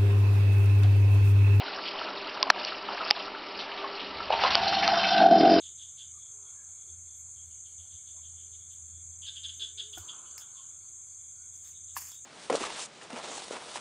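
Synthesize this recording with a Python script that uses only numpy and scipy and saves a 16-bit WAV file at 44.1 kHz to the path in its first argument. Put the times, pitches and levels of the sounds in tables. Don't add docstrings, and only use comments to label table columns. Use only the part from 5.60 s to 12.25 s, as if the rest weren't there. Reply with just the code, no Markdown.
import sys
import numpy as np
from scipy import signal
from scipy.fft import rfft, irfft, next_fast_len
from scipy.io import wavfile

SR = 44100
rng = np.random.default_rng(int(sys.argv[2]) if len(sys.argv) > 2 else 0)


def master_out(mix):
    frames = np.transpose(np.atleast_2d(mix))
    ceiling = np.clip(frames, -1, 1)
    pcm = np.round(ceiling * 32767).astype(np.int16)
    wavfile.write(sys.argv[1], SR, pcm)


N = 293265
TIME = np.arange(N) / SR

# (frequency [Hz], density [dB])
CHORUS_SPECTRUM = [(5600, -41), (5950, -27.5), (6150, -7), (6290, 0), (6500, 1), (6850, -1), (7170, 1.5),
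                   (7550, -2), (8000, -9), (8550, -9), (9300, -19), (10400, -24.5), (11000, -45),
                   (13000, -46.5)]
# (centre [Hz], width [Hz], start level [dB], throb rate [Hz], throb depth [0-1], swell [dB], fade [dB/s])
SINGERS = [(6318, 53, -56.5, 31, 0.6, 1, 0.3), (7260, 250, -60.5, 76, 0.6, 2.5, -0.4),
           (6740, 500, -59, 58, 0.3, 1.5, 0.1), (3405, 227, -70, 17, 0.2, 4, .6),
           (2248, 156, -80, 15, 0.3, 2, 0.22)]
# (frequency [Hz], density [dB])
AIR_SPECTRUM = [(25, -8.5), (55, -3.5), (110, 12.5), (170, 5), (250, -9), (380, -5), (520, -7.5),
                (900, -9.5), (1350, -4.5), (1900, -13.5), (2900, -22), (5300, -32.5), (11500, -19.5),
                (15000, -16.5)]
# (frequency [Hz], gain [dB])
LAND_SPECTRUM = [(200, -12), (340, 8.5), (480, -10.5), (650, 2.5), (1300, 1.5), (1900, -18.5), (4000, -3)]
# (time [s], level [dB])
ENGINE_LEVEL = [(0.0, -74), (0.03, -69.5), (1.28, -69.5), (1.31, -60), (1.89, -61), (2.11, -69), (2.2, -57),
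                (2.28, -72), (2.35, -50.5), (2.39, -68.5), (2.7, -55.5), (3.18, -62), (3.26, -54.5),
                (4.35, -64), (4.41, -53), (4.44, -72), (6.3, -64.5), (6.65, -70.5)]
# (peak time [s], half length [s], level [dB])
TONE_SWELLS = [(.8, .06, -75.5), (2.905, 0.066, -82), (4.024, 0.02, -66.5), (4.275, 0.077, -67)]
# (time [s], length [s], relative pulse height [dB], pitch [Hz])
FROG_CALLS = [ (.01, 0.066, -46, 3510), (.175, 0.074, -47, 3450), (.372, 0.059, -45.5, 3420),
              (1.761, 0.028, -64, 3330), (1.898, 0.034, -68, 3140), (2.043, 0.028, -60, 3300),
              (2.18, .035, -57.5, 3320), (2.307, 0.058, -57.5, 3460), (2.457, .042, -56, 3400),
              (2.619, 0.047, -60, 3380), (2.757, 0.067, -59.5, 3330), (2.919, 0.035, -57, 3480),
              (3.098, 0.039, -58.5, 3450), (3.618, 0.051, -43, 3210), (3.661, 0.038, -33, 3510),
              (3.754, 0.033, -38.5, 3300), (3.833, 0.033, -31.5, 3450), (3.885, 0.02, -33.5, 3430),
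              (3.996, 0.054, -30.5, 3460), (4.175, .044, -31.5, 3446), (4.328, 0.023, -38, 3340),
              (4.482, .023, -37, 3300), (4.65, 0.039, -59, 3170), (4.804, 0.025, -51, 3360),
              (4.96, 0.038, -51, 3360), (6.044, 0.037, -59, 3620), (6.139, .034, -60.5, 3600),
              (6.277, 0.038, -56.5, 3540), (6.502, .038, -53.5, 3520)]
# (frequency [x pitch], level [dB])
FROG_PARTIALS = [(.49, -31.5), (1.003, 2), (1.37, -19.5)]
# (frequency [Hz], gain [dB])
FROG_ECHO_SPECTRUM = [(1200, -0.5), (1700, 5.5), (2600, -4), (3050, 3.5), (3250, -6), (3430, 3), (3690, 2),
                      (4100, -2.5), (4600, 0.5), (5200, -1)]
# (frequency [Hz], gain [dB])
FROG_THROAT = [(900, -15), (1300, -5.5), (1600, 10), (2050, -8.5), (2400, -5), (2800, 0), (3300, 1.5),
               (3900, -4.5), (4250, -1), (4600, 5), (5200, -1), (5800, -12.5), (7000, -21)]
# (peak time [s], half length [s], pitch [Hz], level [dB])
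FAR_CALLS = [(.56, 0.019, 1188, -66.5), (1.016, 0.04, 1657, -70.5), (1.806, 0.027, 3280, -65.5),
             (4.58, 0.086, 1030, -66), (4.995, 0.03, 1090, -65.5), (5.813, 0.059, 1460, -76.5),
             (6.16, .018, 3700, -63), (6.58, .018, 3700, -65)]
# (start [s], end [s], period [s], pitch [Hz], half length [s], peak [dB], peak time [s])
CHIRP_BOUTS = [(.71, 3.7, 0.2, 4320, 0.056, -77, 2.3), (4.434, 6.2, .272, 4500, 0.039, -70, 4)]
# (peak time [s], rise [s], level [dB], fade [s])
ROLLS = [(.93, 0.18, -71.5, 0.46), (4.48, 0.074, -58, 0.35)]
# (frequency [Hz], gain [dB])
ROLL_SPECTRUM = [(150, -13), (330, -7.5), (520, -8), (750, -7), (1150, 0), (1450, 2), (1900, -23.5),
                 (3000, -12)]
# (time [s], level [dB])
SQUEAKS = [(1.59, -72), (1.87, -82), (3.14, -77.5), (3.98, -76)]
# (peak time [s], rise [s], level [dB], length [s])
BRUSHES = [(4.378, 0.029, -60, 0.085), (4.798, 0.0071, -54.5, 0.021), (5.97, 0.033, -67.5, .08),
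           (6.087, 0.028, -60.5, .02), (6.382, 0.018, -42, 0.18)]
# (frequency [Hz], gain [dB])
DRY_SPECTRUM = [(250, -7), (500, -14), (800, -3), (1700, -2.5), (2900, -3), (4000, -12), (4600, 2.5),
                (5150, 2.5), (5700, 2), (8500, 1), (11000, 0), (15500, 3)]
# (time [s], level [dB])
THUD = [(4.375, -39.5)]
# (frequency [Hz], level [dB], t60 [s])
THUD_MODES = [(95, -6, 0.12), (340, -8, 0.09), (740, -1.5, 0.043), (1446, -4.5, 0.063)]
# (time [s], crack level [dB], ring re crack [dB])
SNAPS = [(4.382, -26, -27), (4.7798, -24.5, -10), (6.079, -50, -28), (6.36, -29, -30), (6.372, -16.5, -27),
         (6.518, -31, -14)]
# (frequency [Hz], level [dB], t60 [s])
TWIG_MODES = [(4740, -12, 0.018), (5170, -11, 0.056), (5600, -11, 0.024)]
# (time [s], level [dB])
KNOCKS = [(6.3661, -26), (6.3735, -40)]
# (frequency [Hz], level [dB], t60 [s])
CANE_MODES = [(994, -10, 0.05), (1110, 0.5, 0.02), (1700, -5.5, 0.021), (2600, -18, 0.024)]


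def from_db(db):
    return 10 ** (np.asarray(db) / 20)


def unit_rms(x):
    return x / np.sqrt(np.mean(x ** 2) + 1e-20)


def butter(x, hz, kind, order=2):
    return signal.sosfilt(signal.butter(order, hz, kind, fs=SR, output="sos"), x)


def colour(x, spectrum):
    size = next_fast_len(N + 8192)
    hz, db = np.transpose(spectrum)
    log_hz = np.log(np.fft.rfftfreq(size, 1 / SR) + 1)
    gain = unit_rms(from_db(np.interp(log_hz, np.log(hz), db)))
    cepstrum = irfft(np.log(gain), size)
    cepstrum[1:size // 2] *= 2
    cepstrum[size // 2 + 1:] = 0
    return irfft(rfft(x, size) * np.exp(rfft(cepstrum)), size)[:N]


def noise(spectrum):
    return unit_rms(colour(rng.standard_normal(N), spectrum))


def drift(rate_hz):
    pole = np.exp(-80 * np.pi * rate_hz / SR)
    slow = signal.lfilter([1], [1, -2 * pole, pole * pole], rng.standard_normal(N // 40 + 2002))[2000:]
    return np.interp(np.arange(N) / 40, np.arange(len(slow)), unit_rms(slow))


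def wavering_sine(hz, spread, drift_hz):
    return np.sin(2 * np.pi * np.cumsum(hz * (1 + spread * drift(drift_hz))) / SR)


def bell(peak_s, half_s):
    return np.exp(-np.minimum(((TIME - peak_s) / half_s) ** 2 / 2, 50))


def multipath_noise(spectrum, swell_db):
    white, out = rng.standard_normal((2, N)), 0
    edges_hz = np.geomspace(140, 4500, 16)
    for k, band_hz in enumerate(zip(edges_hz, edges_hz[1:])):
        out += from_db(swell_db * drift(7.3)) * butter(white[k % 2], band_hz, "band")
    return unit_rms(colour(out, spectrum))


def blurred(hz, blur=0.018, spread_hz=25):
    half_hz = hz * blur / 2 + spread_hz
    return unit_rms(butter(rng.standard_normal(N), [hz - half_hz, hz + half_hz], "band"))


def strikes(rows):
    out = np.zeros(N)
    for s, db in rows:
        out[int(s * SR)] += from_db(db)
    return out


def ring(clicks, modes):
    out = 0
    for hz, db, t60_s in modes:
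        r, w = np.exp(-np.log(1000) / (t60_s * SR)), 2 * np.pi * hz / SR
        out += from_db(db) * signal.lfilter([0, np.sin(w)], [1, -2 * r * np.cos(w), r * r], clicks + 1e-18)
    return out


def grove(x, t60_s):
    t = TIME[:SR // 2]
    echoes = rng.standard_normal(len(t)) * (rng.random(len(t)) < 2500 / SR) * (t > .002)
    echoes *= np.exp(-np.log(1000) * t / t60_s)
    return signal.fftconvolve(x, echoes / np.linalg.norm(echoes))[:N]


def insects(chorus_db=-48.5, shimmer_db=0.63):
    out = from_db(chorus_db + shimmer_db * drift(12)) * noise(CHORUS_SPECTRUM)
    for hz, width_hz, db, throb_hz, depth, swell_db, fade_db_per_s in SINGERS:
        throb = 1 + depth * wavering_sine(throb_hz, spread=0.0828, drift_hz=1.816)
        band = butter(rng.standard_normal(N), [hz - width_hz / 2, hz + width_hz / 2], "band")
        swell = from_db(swell_db * drift(5.3))
        out += from_db(db - fade_db_per_s * TIME) * unit_rms(band * throb * swell)
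    return out


def night_air(air_db=-72, land_db=-82):
    land = from_db(land_db) * multipath_noise(LAND_SPECTRUM, swell_db=10)
    return from_db(air_db) * noise(AIR_SPECTRUM) + land


def engine(firing_hz=84.1, roughness=0.26, waver_db=2.5):
    drone = wavering_sine(firing_hz, spread=0.032, drift_hz=10.4)
    drone *= (1 + roughness * drift(42)) * from_db(waver_db * drift(5.9))
    return from_db(np.interp(TIME, *np.transpose(ENGINE_LEVEL))) * unit_rms(drone)


def far_tone(hz=419, floor_db=-89):
    envelope = from_db(floor_db) + sum(from_db(db) * bell(s, half_s) for s, half_s, db in TONE_SWELLS)
    return envelope * unit_rms(wavering_sine(hz, spread=0.0406, drift_hz=46.2))


def frog_call(length_s, db, hz, thinning_db, pulse_hz=305, rise_s=.0006, edge_db=6.5, uneven_db=1.5,
              slowing=.16, jitter=0.02, pitch_fall=0.061, pitch_wobble=0.021):
    t = TIME[:SR // 150]
    gap_noise, height_noise, pitch_noise = rng.standard_normal((3, 40, 1))
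    rate_hz = pulse_hz * (1 + .07 * rng.standard_normal())
    progress = np.minimum(np.arange(40)[:, None] / (rate_hz * length_s), 1)
    onset_s = np.cumsum(1 + slowing * (progress - .5) + jitter * gap_noise, axis=0) / rate_hz
    onset_s -= onset_s[0]
    from_middle = onset_s / length_s - .5
    height = from_db(db - edge_db * (2 * from_middle) ** 2 + uneven_db * height_noise)
    pitch_hz = hz * (1 - pitch_fall * from_middle + pitch_wobble * pitch_noise)
    tone = sum(from_db(partial_db - thinning_db * max(1 - k, 0)) * np.sin(2 * np.pi * k * pitch_hz * t)
               for k, partial_db in FROG_PARTIALS)
    envelope = t / rise_s * np.exp(1 - t / rise_s)
    pulses = height * (onset_s < length_s) * envelope * tone
    samples = (onset_s * SR).astype(int) + np.arange(len(t))
    return np.bincount(samples.ravel(), pulses.ravel(), SR // 8)


def frogs(reference_db=-48.5, echo_db=1.5, echo_db_per_db=.27, near_echo_db=-9, gain_db=-8.5):
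    direct, scattered = np.zeros((2, N))
    for s, length_s, db, hz in FROG_CALLS:
        start, loss_db = int(s * SR), reference_db - db
        call = frog_call(length_s, db, hz, thinning_db=0.41 * loss_db)[:N - start]
        span = slice(start, start + len(call))
        direct[span] += call
        scattered[span] += from_db(echo_db + echo_db_per_db * loss_db) * call
    direct += from_db(near_echo_db) * grove(direct, t60_s=0.026)
    echo = colour(grove(scattered, t60_s=0.29), FROG_ECHO_SPECTRUM)
    return from_db(gain_db) * colour(direct + echo, FROG_THROAT)


def far_calls(fade_db_per_s=3.5):
    out = sum(from_db(db) * bell(s, half_s) * blurred(hz) for s, half_s, hz, db in FAR_CALLS)
    for start_s, end_s, period_s, hz, half_s, db, peak_s in CHIRP_BOUTS:
        chirps = sum(from_db(db - fade_db_per_s * abs(s - peak_s)) * bell(s, half_s)
                     for s in np.arange(start_s, end_s, period_s))
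        out += chirps * blurred(hz, blur=.06)
    return out


def rolling_echoes():
    envelope = sum(from_db(db) * np.where(TIME < s, bell(s, rise_s), np.exp(-abs(TIME - s) / fade_s))
                   for s, rise_s, db, fade_s in ROLLS)
    return envelope * multipath_noise(ROLL_SPECTRUM, swell_db=3)


def squeaks(centre_hz=12800, rise_hz_per_s=24000, half_width_hz=450, half_s=.024):
    hiss = unit_rms(butter(rng.standard_normal(N), half_width_hz, "low"))
    out = 0
    for s, db in SQUEAKS:
        t = TIME - s
        sweep = np.sqrt(2) * np.sin(2 * np.pi * (centre_hz + rise_hz_per_s * t / 2) * t)
        out += from_db(db) * bell(s, half_s) * sweep
    return out * hiss


def hand_strokes(sag_db_per_s=97, settle_s=0.023):
    out = 0
    for s, rise_s, db, length_s in BRUSHES:
        after_s = np.maximum(TIME - s, 0)
        settling = np.exp(-np.maximum(after_s - length_s, 0) / settle_s)
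        out += from_db(db - sag_db_per_s * after_s) * np.where(TIME < s, bell(s, rise_s), settling)
    return out


def dead_leaves(fractures_per_s=7000, spread_db=2.5, clump_db=2, t60_cycles=9):
    sizes = from_db(spread_db * np.minimum(rng.exponential(1, N), 4) + clump_db * drift(33))
    fractures = sizes * rng.choice([-1, 1], N) * (rng.random(N) < fractures_per_s / SR)
    modes_hz = np.geomspace(900, 15000, 24)
    mode_index = rng.choice(len(modes_hz), N, p=modes_hz / modes_hz.sum())
    crackle = sum(np.sqrt(hz) * ring(fractures * (mode_index == k), [(hz, 0, t60_cycles / hz)])
                  for k, hz in enumerate(modes_hz))
    return colour(hand_strokes() * unit_rms(crackle), DRY_SPECTRUM)


def thud(echo_db=-18):
    body = ring(strikes(THUD), THUD_MODES)
    return body + from_db(echo_db) * grove(body, t60_s=0.41)


def twig_snaps(gap_s=.009, splinter_loss_db=9.5, tear_s=.002, tear_db=-14, echo_db=-12):
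    breaks = []
    for s, db, ring_db in SNAPS:
        gaps_s = gap_s * rng.uniform(.5, 1.5, 3)
        delays_s = np.cumsum(gaps_s) - gaps_s[0]
        breaks += [(s + delay_s, db - splinter_loss_db * k, ring_db) for k, delay_s in enumerate(delays_s)]
    cracks = strikes([(s, db) for s, db, _ in breaks])
    ringing = ring(strikes([(s, db + ring_db) for s, db, ring_db in breaks]), TWIG_MODES)
    tear_envelope = signal.lfilter([1], [1, -np.exp(-1 / (tear_s * SR))], cracks + 1e-18)
    snaps = cracks + ringing + from_db(tear_db) * tear_envelope * rng.standard_normal(N)
    return colour(snaps + from_db(echo_db) * grove(snaps, t60_s=0.14), DRY_SPECTRUM)


def cane_knocks(low_cut_hz=790, echo_db=-18):
    cane = butter(ring(strikes(KNOCKS), CANE_MODES), low_cut_hz, "high", order=6)
    return cane + from_db(echo_db) * grove(cane, t60_s=0.41)


def scene():
    night = insects() + night_air() + engine() + far_tone()
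    night += frogs() + far_calls() + rolling_echoes() + squeaks()
    return np.tile(night + dead_leaves() + thud() + twig_snaps() + cane_knocks(), (2, 1))


def record(dry, low_cut_hz=45, high_cut_hz=15550):
    high_cut = signal.ellip(10, .1, 80, high_cut_hz, fs=SR, output="sos")
    return signal.sosfilt(high_cut, butter(dry, low_cut_hz, "high"))


dry = scene()
out = record(dry)
master_out(out)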